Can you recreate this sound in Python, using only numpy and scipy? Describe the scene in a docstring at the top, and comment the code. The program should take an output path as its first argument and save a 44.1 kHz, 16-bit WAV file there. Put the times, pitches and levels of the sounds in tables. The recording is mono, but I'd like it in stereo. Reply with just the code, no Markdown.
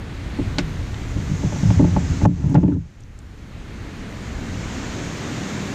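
"""A beach, where surf washes and wind buffets a small camera fixed to a plastic boat on the sand.
Surf, wind and the microphone's own faint hiss are shaped noise; gear dragged out of the boat knocks
and rubs the hull, exciting its resonances, which reach the camera mostly on the left; small hard
clicks are coloured noise bursts. Several times surf, wind and hiss drop in level and creep back.
The stereo image is mono at the start and again for a stretch later on."""
import sys
import numpy as np
from scipy import signal
from scipy.fft import rfft, irfft, next_fast_len
from scipy.io import wavfile
from scipy.ndimage import uniform_filter1d, map_coordinates

SR = 44100
rng = np.random.default_rng(int(sys.argv[2]) if len(sys.argv) > 2 else 0)


def transcribe(signal):
    """Save signal, clipped to [-1, 1], as a 16-bit WAV file at the path in sys.argv[1]."""
    frames = np.atleast_2d(signal).T
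    limited = np.clip(frames, -1, 1)
    pcm = np.round(limited * 32767).astype(np.int16)
    wavfile.write(sys.argv[1], SR, pcm)


def to_linear_factor(level_db):
    """Convert decibel levels (scalar or array-like) to linear amplitude factors."""
    exponent = np.asarray(level_db, float) / 20
    return 10 ** exponent


N = 253301


def unit(x):
    """Normalisation: a signal scaled to rms 1."""
    return x / np.sqrt(np.mean(x ** 2) + 1e-20)


def along(points, hz, order=1):
    """Logarithmic interpolation: one column of a table that starts with Hz, read on a log axis."""
    table = np.array(points, float)
    return np.interp(np.log(hz + 1), np.log(table[:, 0] + 1), table[:, order])


def curves(rows):
    """Linear interpolation: one value per sample for each column after the time."""
    seconds, *columns = np.transpose(rows)
    return [np.interp(np.arange(N) / SR, seconds, column) for column in columns]


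def wobble(rate):
    """Random modulation: a smooth random curve with `rate` knots a second."""
    knots = rng.standard_normal(int(N * rate / SR) + 4)
    return map_coordinates(knots, [np.arange(N) * rate / SR])


def filtered(x, response):
    """Linear filtering: the spectrum of x times a complex response of frequency in Hz."""
    m = next_fast_len(N + SR // 2)
    return irfft(rfft(x, m) * response(np.fft.rfftfreq(m, 1 / SR)), m)[..., :N]


def to_left_right(mid, side):
    """Sum-and-difference stereo: mid and side signals turned into left and right."""
    return np.array([mid + side, mid - side])


# Stereo spread of surf, hiss and wind, left minus right against the sum. Each row: frequency in Hz,
# unrelated part in dB, leftward lean as a share.
SPREAD = [(25, -5, .25), (60, -18.5, .12), (165, -7, 0.2), (225, -14.5, .1), (285, -7, .2),
          (380, -17.5, 0.032), (1200, -9.5, .08), (2520, -13, 0.075), (4200, -25.5, .01),
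          (6500, -12.5, 0.15), (9000, -5, .1), (12000, -14, .05)]


def rush(spectrum, patchy_db):
    """Partly coherent noise: shaped, patchy stereo noise whose sum signal has rms 1."""
    z = signal.stft(rng.standard_normal((2, N)), nperseg=512)[2]
    # random gains smoothed over 6 frequency bins and 12 frames
    patches = uniform_filter1d(rng.standard_normal(z.shape[1:]), size=6, axis=0)
    patches = uniform_filter1d(patches, size=12, axis=1)
    pair = signal.istft(z * to_linear_factor(patchy_db * unit(patches)), nperseg=512)[1][:, :N]
    mid, other = filtered(pair, lambda hz: to_linear_factor(along(spectrum, hz)))
    unrelated = filtered(other, lambda hz: to_linear_factor(along(SPREAD, hz)))
    leaning = filtered(mid, lambda hz: along(SPREAD, hz, order=2))
    return to_left_right(mid, unrelated + leaning) / np.std(mid)


# Two waves break and hiss up the sand. Each row: time in seconds, wash level in dB, foam hiss level
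# in dB, microphone hiss level in dB, all before wobble and dips.
SURF_AND_MIC = [(0, -35.5, -59, -67), (.46, -31.5, -54.5, -63), (.96, -34, -51.5, -63),
                (1.6, -30.5, -41.5, -62.5), (1.85, -32, -44.5, -64.5), (2.25, -31, -44, -62.5),
                (2.7, -30, -42.5, -60), (3.1, -34, -52.5, -60.5), (3.7, -30, -52, -61),
                (4.4, -28.5, -45.5, -59.5), (4.85, -27, -41, -60.5), (5.74, -26.5, -43, -58)]
# Relative spectra of wash and foam. Each row: frequency in Hz, density in dB per Hz.
WASH = [(25, -34), (50, -12), (92, -1.5), (194, 0), (275, -3.5), (310, -6), (520, -14), (900, -18),
        (2080, -18.5), (3000, -24), (4200, -26.5), (6500, -42), (9000, -42.5), (13000, -120)]
FOAM = [(1500, -120), (2800, -17), (4000, -9), (5270, -3), (6400, 1.5), (7370, -2), (8280, -15),
        (9500, -37), (12400, -33), (16000, -120)]


def surf():
    """Turbulent noise: the broad wash of breaking waves and the hiss of foam."""
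    wash_db, foam_db, _ = curves(SURF_AND_MIC)
    heave = wobble(2.93)  # shared by wash and foam
    wash = to_linear_factor(wash_db + 0.55 * heave) * rush(WASH, patchy_db=0.6)
    foam = to_linear_factor(foam_db + 0.34 * heave + 0.36 * wobble(6.8)) * rush(FOAM, patchy_db=1.0)
    return wash + foam


# Relative spectrum of the microphone's own hiss. Each row: frequency in Hz, density in dB per Hz.
MIC_HISS = [(3000, -120), (7500, -4), (9500, -4), (11300, -11), (13000, -5), (14000, -12), (15000, -21),
            (15600, -35)]


def mic_hiss():
    """Self-noise: the microphone's own faint hiss, as treble noise."""
    _, _, hiss_db = curves(SURF_AND_MIC)
    return to_linear_factor(hiss_db) * rush(MIC_HISS, patchy_db=2.0)


# Wind on the microphone ports. Each row: time in seconds, buffet level in dB, before wobble and dips.
WIND = [(0, -34), (.27, -28), (.78, -27), (1.3, -31.5), (1.85, -38.5), (2.08, -34), (2.36, -25.5),
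        (3.2, -25.5), (3.8, -28), (4.14, -30.5), (4.35, -27), (5.15, -38.5), (5.35, -46), (5.74, -47)]
# Relative spectrum of the buffeting. Each row: frequency in Hz, density in dB per Hz.
BUFFET = [(12, -27), (25, 4.5), (40, 3.5), (70, 5), (120, 0.5), (250, -41.5), (500, -120)]


def wind():
    """Turbulent pressure fluctuation: lumpy low buffeting of the ports."""
    buffet_db, = curves(WIND)
    return to_linear_factor(buffet_db + 1.7 * wobble(17)) * rush(BUFFET, patchy_db=0.0)


# Modes of the plastic hull. Each row: frequency in Hz, relative level in dB, 60 dB decay time in
# seconds, before a knock's small random scatter.
HULL = [(35.2, -4.5, 0.13), (79, 11.5, 0.062), (107.1, 12, 0.12), (144.8, 10.5, 0.11), (178.8, 8, 0.16),
        (251.8, 4, 0.088), (283.3, 9, 0.1), (350, -2, 0.12), (461.3, -3.5, 0.06), (592, -2, 0.052),
        (736, -6.5, 0.035), (850, 0, 0.034), (1037, -9, 0.022), (1353, -15.5, 0.034), (1760, -17.5, 0.028),
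        (2550, -20, 0.017)]
# Where the boom, low body, high body, panel, rim and top modes sit, in Hz.
GROUPS = [90, 142, 180, 300, 750, 2000]
# Knocks on the hull. Each row: time in seconds, strength in dB, favoured pitch in octaves over the
# boom, fall away from that pitch in dB per octave, rim mode weight in dB.
KNOCKS = [(0.388, -11, 2.23, 13, -23), (.583, -16, 1.4, 13.5, -14.5), (1.162, -20, 0.2, 4, -37),
          (1.294, -21, .2, 6.5, -39), (1.314, -15, 0.046, 11, -42), (1.432, -19.5, 1.7, 7.5, -21),
          (1.447, -12.5, .05, 7.5, -35.5), (1.523, -24, 0.84, 5, -18), (1.562, -35, 0.39, 5, -20.5),
          (1.632, -4, 0.45, 21.5, -26), (1.67, -14.5, 0.69, 22, -46), (1.688, -7, .1, 20.5, -26),
          (1.703, -18.5, .3, 3, -15), (1.773, -11.5, 0.054, 19.5, -38), (1.795, -7, 1.75, 29.5, -14),
          (1.807, -11, 0.9, 24, -17), (1.819, -5.5, 2.47, 7.5, -24), (1.842, -14, 2.2, 6.5, -15.5),
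          (1.865, -17, 1.24, 21, -25), (1.964, -9, 1.18, 19.5, -8.5), (1.983, -26, 0.34, 7, -22),
          (2.215, -20, 0.99, 5, -18), (2.234, -6, 0.57, 12.5, -24.5), (2.252, -6.5, 0.86, 13, -3),
          (2.287, -9, 1.01, 25.5, -39.5), (2.311, -25, 1.2, 8, -40), (2.441, -11, 0.54, 16.5, -33),
          (2.494, -11.5, 0.65, 40, -30), (2.518, -21.5, 1.6, 4, -42), (2.544, -12.5, 1, 5, -16),
          (2.551, -5.5, 0.66, 25.5, -6), (2.574, -10, 1.3, 14.5, -18), (2.631, -11, 1.3, 6.5, -20),
          (2.64, -8.5, 1.03, 21.5, -23), (2.68, -16.5, 1.73, 10, -26.5), (2.717, -21.5, 1.7, 9.5, -42),
          (2.762, -23, 1.4, 13, -40)]


def knocks():
    """Modal superposition: each knock rings all hull modes, weighted by where and how hard it lands."""
    out, t = np.zeros(N + SR), np.arange(SR // 2) / SR
    hz, mode_db, t60 = np.transpose(HULL)[:, :, None]
    # per knock and mode: level scatter of 1 dB, detuning of 0.8 percent
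    chance = rng.standard_normal((len(KNOCKS), 2, len(HULL), 1)) * [[[1]], [[.008]]]
    rise = 1 - np.exp(-t * hz / 1.21)  # a mode needs about a cycle to build up
    octave = np.log2(np.divide(GROUPS[:4], GROUPS[0]))
    for (start, blow_db, spot, fall_db, rim_db), (scatter_db, detune) in zip(KNOCKS, chance):
        low_db = blow_db - fall_db * np.abs(octave - spot)
        top_db = 1.93 * rim_db  # a weak rim leaves the top modes weaker still
        weight_db = along(np.transpose([GROUPS, [*low_db, rim_db, top_db]]), hz)
        decay_db = -60 * t / t60
        tones = np.sin(2 * np.pi * hz * (1 + detune) * t)
        rings = to_linear_factor(weight_db + mode_db + scatter_db + decay_db) * rise * tones
        out[round(start * SR):][:len(t)] += rings.sum(axis=0) * (1 - 2 * t)  # silent after 0.5 s
    return out[:N]


# Gear dragged along the hull. Each row: time in seconds, pressure (body mode level) in dB, panel
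# modes over body modes in dB, rim modes over body modes in dB.
DRAG = [(.55, -35, -28, -13), (.69, -24, -36, -39), (.95, -50, -8, -16), (1.3, -26, -26, -25),
        (1.5, -35, 5, -21), (1.69, -21.5, -34.5, -24), (1.83, -18, -14.5, -33), (2.14, -20, -11, -26),
        (2.3, -27, -14.5, -26.5), (2.51, -23.5, -4, -22.5), (2.66, -27.5, -0.5, -20.5),
        (2.76, -23, -5, -27.5), (2.81, -25.5, -22, -51), (2.9, -42.5, -23, -32)]


def hull_response(f):
    """Resonance: the hull as a sum of band-pass modes of alternating sign, at frequencies f in Hz."""
    total = 0
    for k, (hz, db, t60) in enumerate(HULL):
        damping = 1j * f * np.log(1000) / (np.pi * t60)  # bandwidth in Hz follows from the decay
        total = total + (-1) ** k * to_linear_factor(db) * damping / (hz * hz - f * f + damping)
    return total


def drag():
    """Frictional excitation: rubbing is a stream of uneven small jolts into the hull's resonances."""
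    before, after = (DRAG[0][0] - .05, -90, 0, 0), (DRAG[-1][0] + .09, -90, 0, 0)
    press_db, panel_db, rim_db = curves([before, *DRAG, after])
    levels_db = press_db, press_db + panel_db, press_db + rim_db
    unevenness_db = np.array([1.5 * wobble(35), 2.5 * wobble(45), 3.5 * wobble(60)])
    jolts = rng.standard_normal((3, N)) * to_linear_factor(unevenness_db)

    def bands(f):
        below = [1 / (1 + (f / edge_hz) ** 8) for edge_hz in (210, 410)]
        return np.diff([0 * f, *below, 1 + 0 * f], axis=0)  # body, panel, rim

    parts = filtered(jolts, lambda f: hull_response(f) * bands(f))
    return sum(to_linear_factor(db) * unit(part) for db, part in zip(levels_db, parts))


# Hull sound, left minus right against the sum. Each row: frequency in Hz, share, phase lead in radians.
LEAN = [(40, .4, .3), (130, .48, .45), (215, .66, .55), (300, .52, .45), (390, .4, -.5), (600, .58, -.05),
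        (870, .76, -.05), (1300, .7, 0), (2500, .4, 0)]


def through_mount(hull):
    """Structure-borne transmission: the mount rolls off treble, and the left side gets more."""
    mid = filtered(hull, lambda hz: 1 / (1 + (hz / 3500) ** 4))
    side = filtered(mid, lambda hz: along(LEAN, hz) * np.exp(1j * along(LEAN, hz, order=2)))
    return to_left_right(mid, side)


# Small hard clicks of clips and straps. Each row: time in seconds, level in dB before decay and
# housing, centre frequency in Hz, sharpness (Q), 60 dB decay time in seconds.
CLICKS = [(.5845, -15.5, 4130, 2.8, 0.013), (.5857, -22, 1650, .4, 0.074), (.5895, -28, 5850, 1.5, 0.0097),
          (0.594, -43.5, 4500, .5, 0.037), (0.9438, -32.5, 1960, 0.83, 0.017),
          (1.705, -30.5, 1800, 1.2, 0.0087), (2.495, -44.5, 9000, 2.3, 0.023),
          (2.502, -37.5, 10100, 4.6, 0.012), (2.545, -38, 5000, 0.77, 0.026), (2.554, -34, 1400, .9, 0.073),
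          (2.555, -44.5, 2550, 4, 0.038), (2.635, -47, 1770, 1.4, 0.018),
          (2.6815, -47.5, 1880, 0.95, 0.049), (2.722, -46.5, 1200, 3.2, 0.073),
          (3.0054, -44, 8400, 1.8, .02), (3.036, -50, 6000, 2.5, .012), (3.19, -41.5, 8040, 1.8, .015)]
# How the housing colours close clicks, dulling the top. Each row: frequency in Hz, gain in dB.
HOUSING = [(300, -6), (1500, 4), (7500, 0), (9500, -13), (13000, -17), (15000, -15)]


def clicks():
    """Impulsive excitation: a hard edge and a burst of noise, coloured around a centre pitch."""
    out, t = np.zeros(N + SR), np.arange(2048) / SR
    f = np.fft.rfftfreq(len(t), 1 / SR)
    bursts = rng.standard_normal((len(CLICKS), len(t)))
    for (start, db, hz, sharpness, t60), noise in zip(CLICKS, bursts):
        colour = 1 / (1 + 1j * sharpness * (f / hz - hz / (f + 1))) ** 2
        edge = 3.5 * (t == 0)
        crack = unit(irfft(rfft(noise + edge) * colour))
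        out[round(start * SR):][:len(t)] += to_linear_factor(db - 60 * t / t60) * crack
    mono = filtered(out[:N], lambda f: to_linear_factor(along(HOUSING, f)))
    return mono * to_linear_factor([[.4], [-.4]])  # slightly left


# Moments when surf, hiss and wind step down. Each row: time in seconds, slowly returning step in dB.
DIPS = [(1.801, 1.5), (2.262, 13), (2.556, 5.5), (2.64, 4.5), (2.75, 4), (2.9, 0)]


def dip_db():
    """Exponential recovery: loss in dB, each step creeping back, with a brief extra loss at first."""
    creep_s, extra_share, extra_s = 0.96, 0.35, 0.058  # the extra loss is a share of the step
    t = np.arange(N) / SR
    loss_db = np.zeros(N)
    for start, step_db in DIPS:
        since = np.abs(t - start)
        remaining = np.exp(-since / creep_s) + extra_share * np.exp(-since / extra_s)
        loss_db += step_db * (t > start) * remaining
    return uniform_filter1d(loss_db, size=160)


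def scene():
    """Superposition: hull sound through the mount, clicks, and surf, hiss and wind with their dips."""
    hull = through_mount(knocks() + drag())
    return hull + clicks() + to_linear_factor(-dip_db()) * (surf() + mic_hiss() + wind())


# Stereo width over time. Each row: time in seconds, share of the side signal kept (0 to 1).
WIDTH = [(.525, 0), (.68, 1), (2.85, 1), (3.33, .1), (3.45, 0), (4.09, 0), (4.13, .25), (4.8, 1)]


def stereo_width(pair):
    """Sum-and-difference scaling: the side signal shrinks to mono and opens again."""
    width, = curves(WIDTH)
    return to_left_right((pair[0] + pair[1]) / 2, width * (pair[0] - pair[1]) / 2)


def top_cut(x):
    """Nothing passes above the cut-off."""
    return signal.sosfilt(signal.butter(12, 15600, fs=SR, output="sos"), x)


def record(dry):
    """Band limiting and soft saturation: width set, treble cut off, loudest peaks rounded."""
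    pair = filtered(stereo_width(dry), lambda hz: hz < 15600)
    rounded = pair / (1 + np.abs(pair / .95) ** 6) ** (1 / 6)  # never exceeds 0.95
    return top_cut(rounded)


dry = scene()
out = record(dry)
transcribe(out)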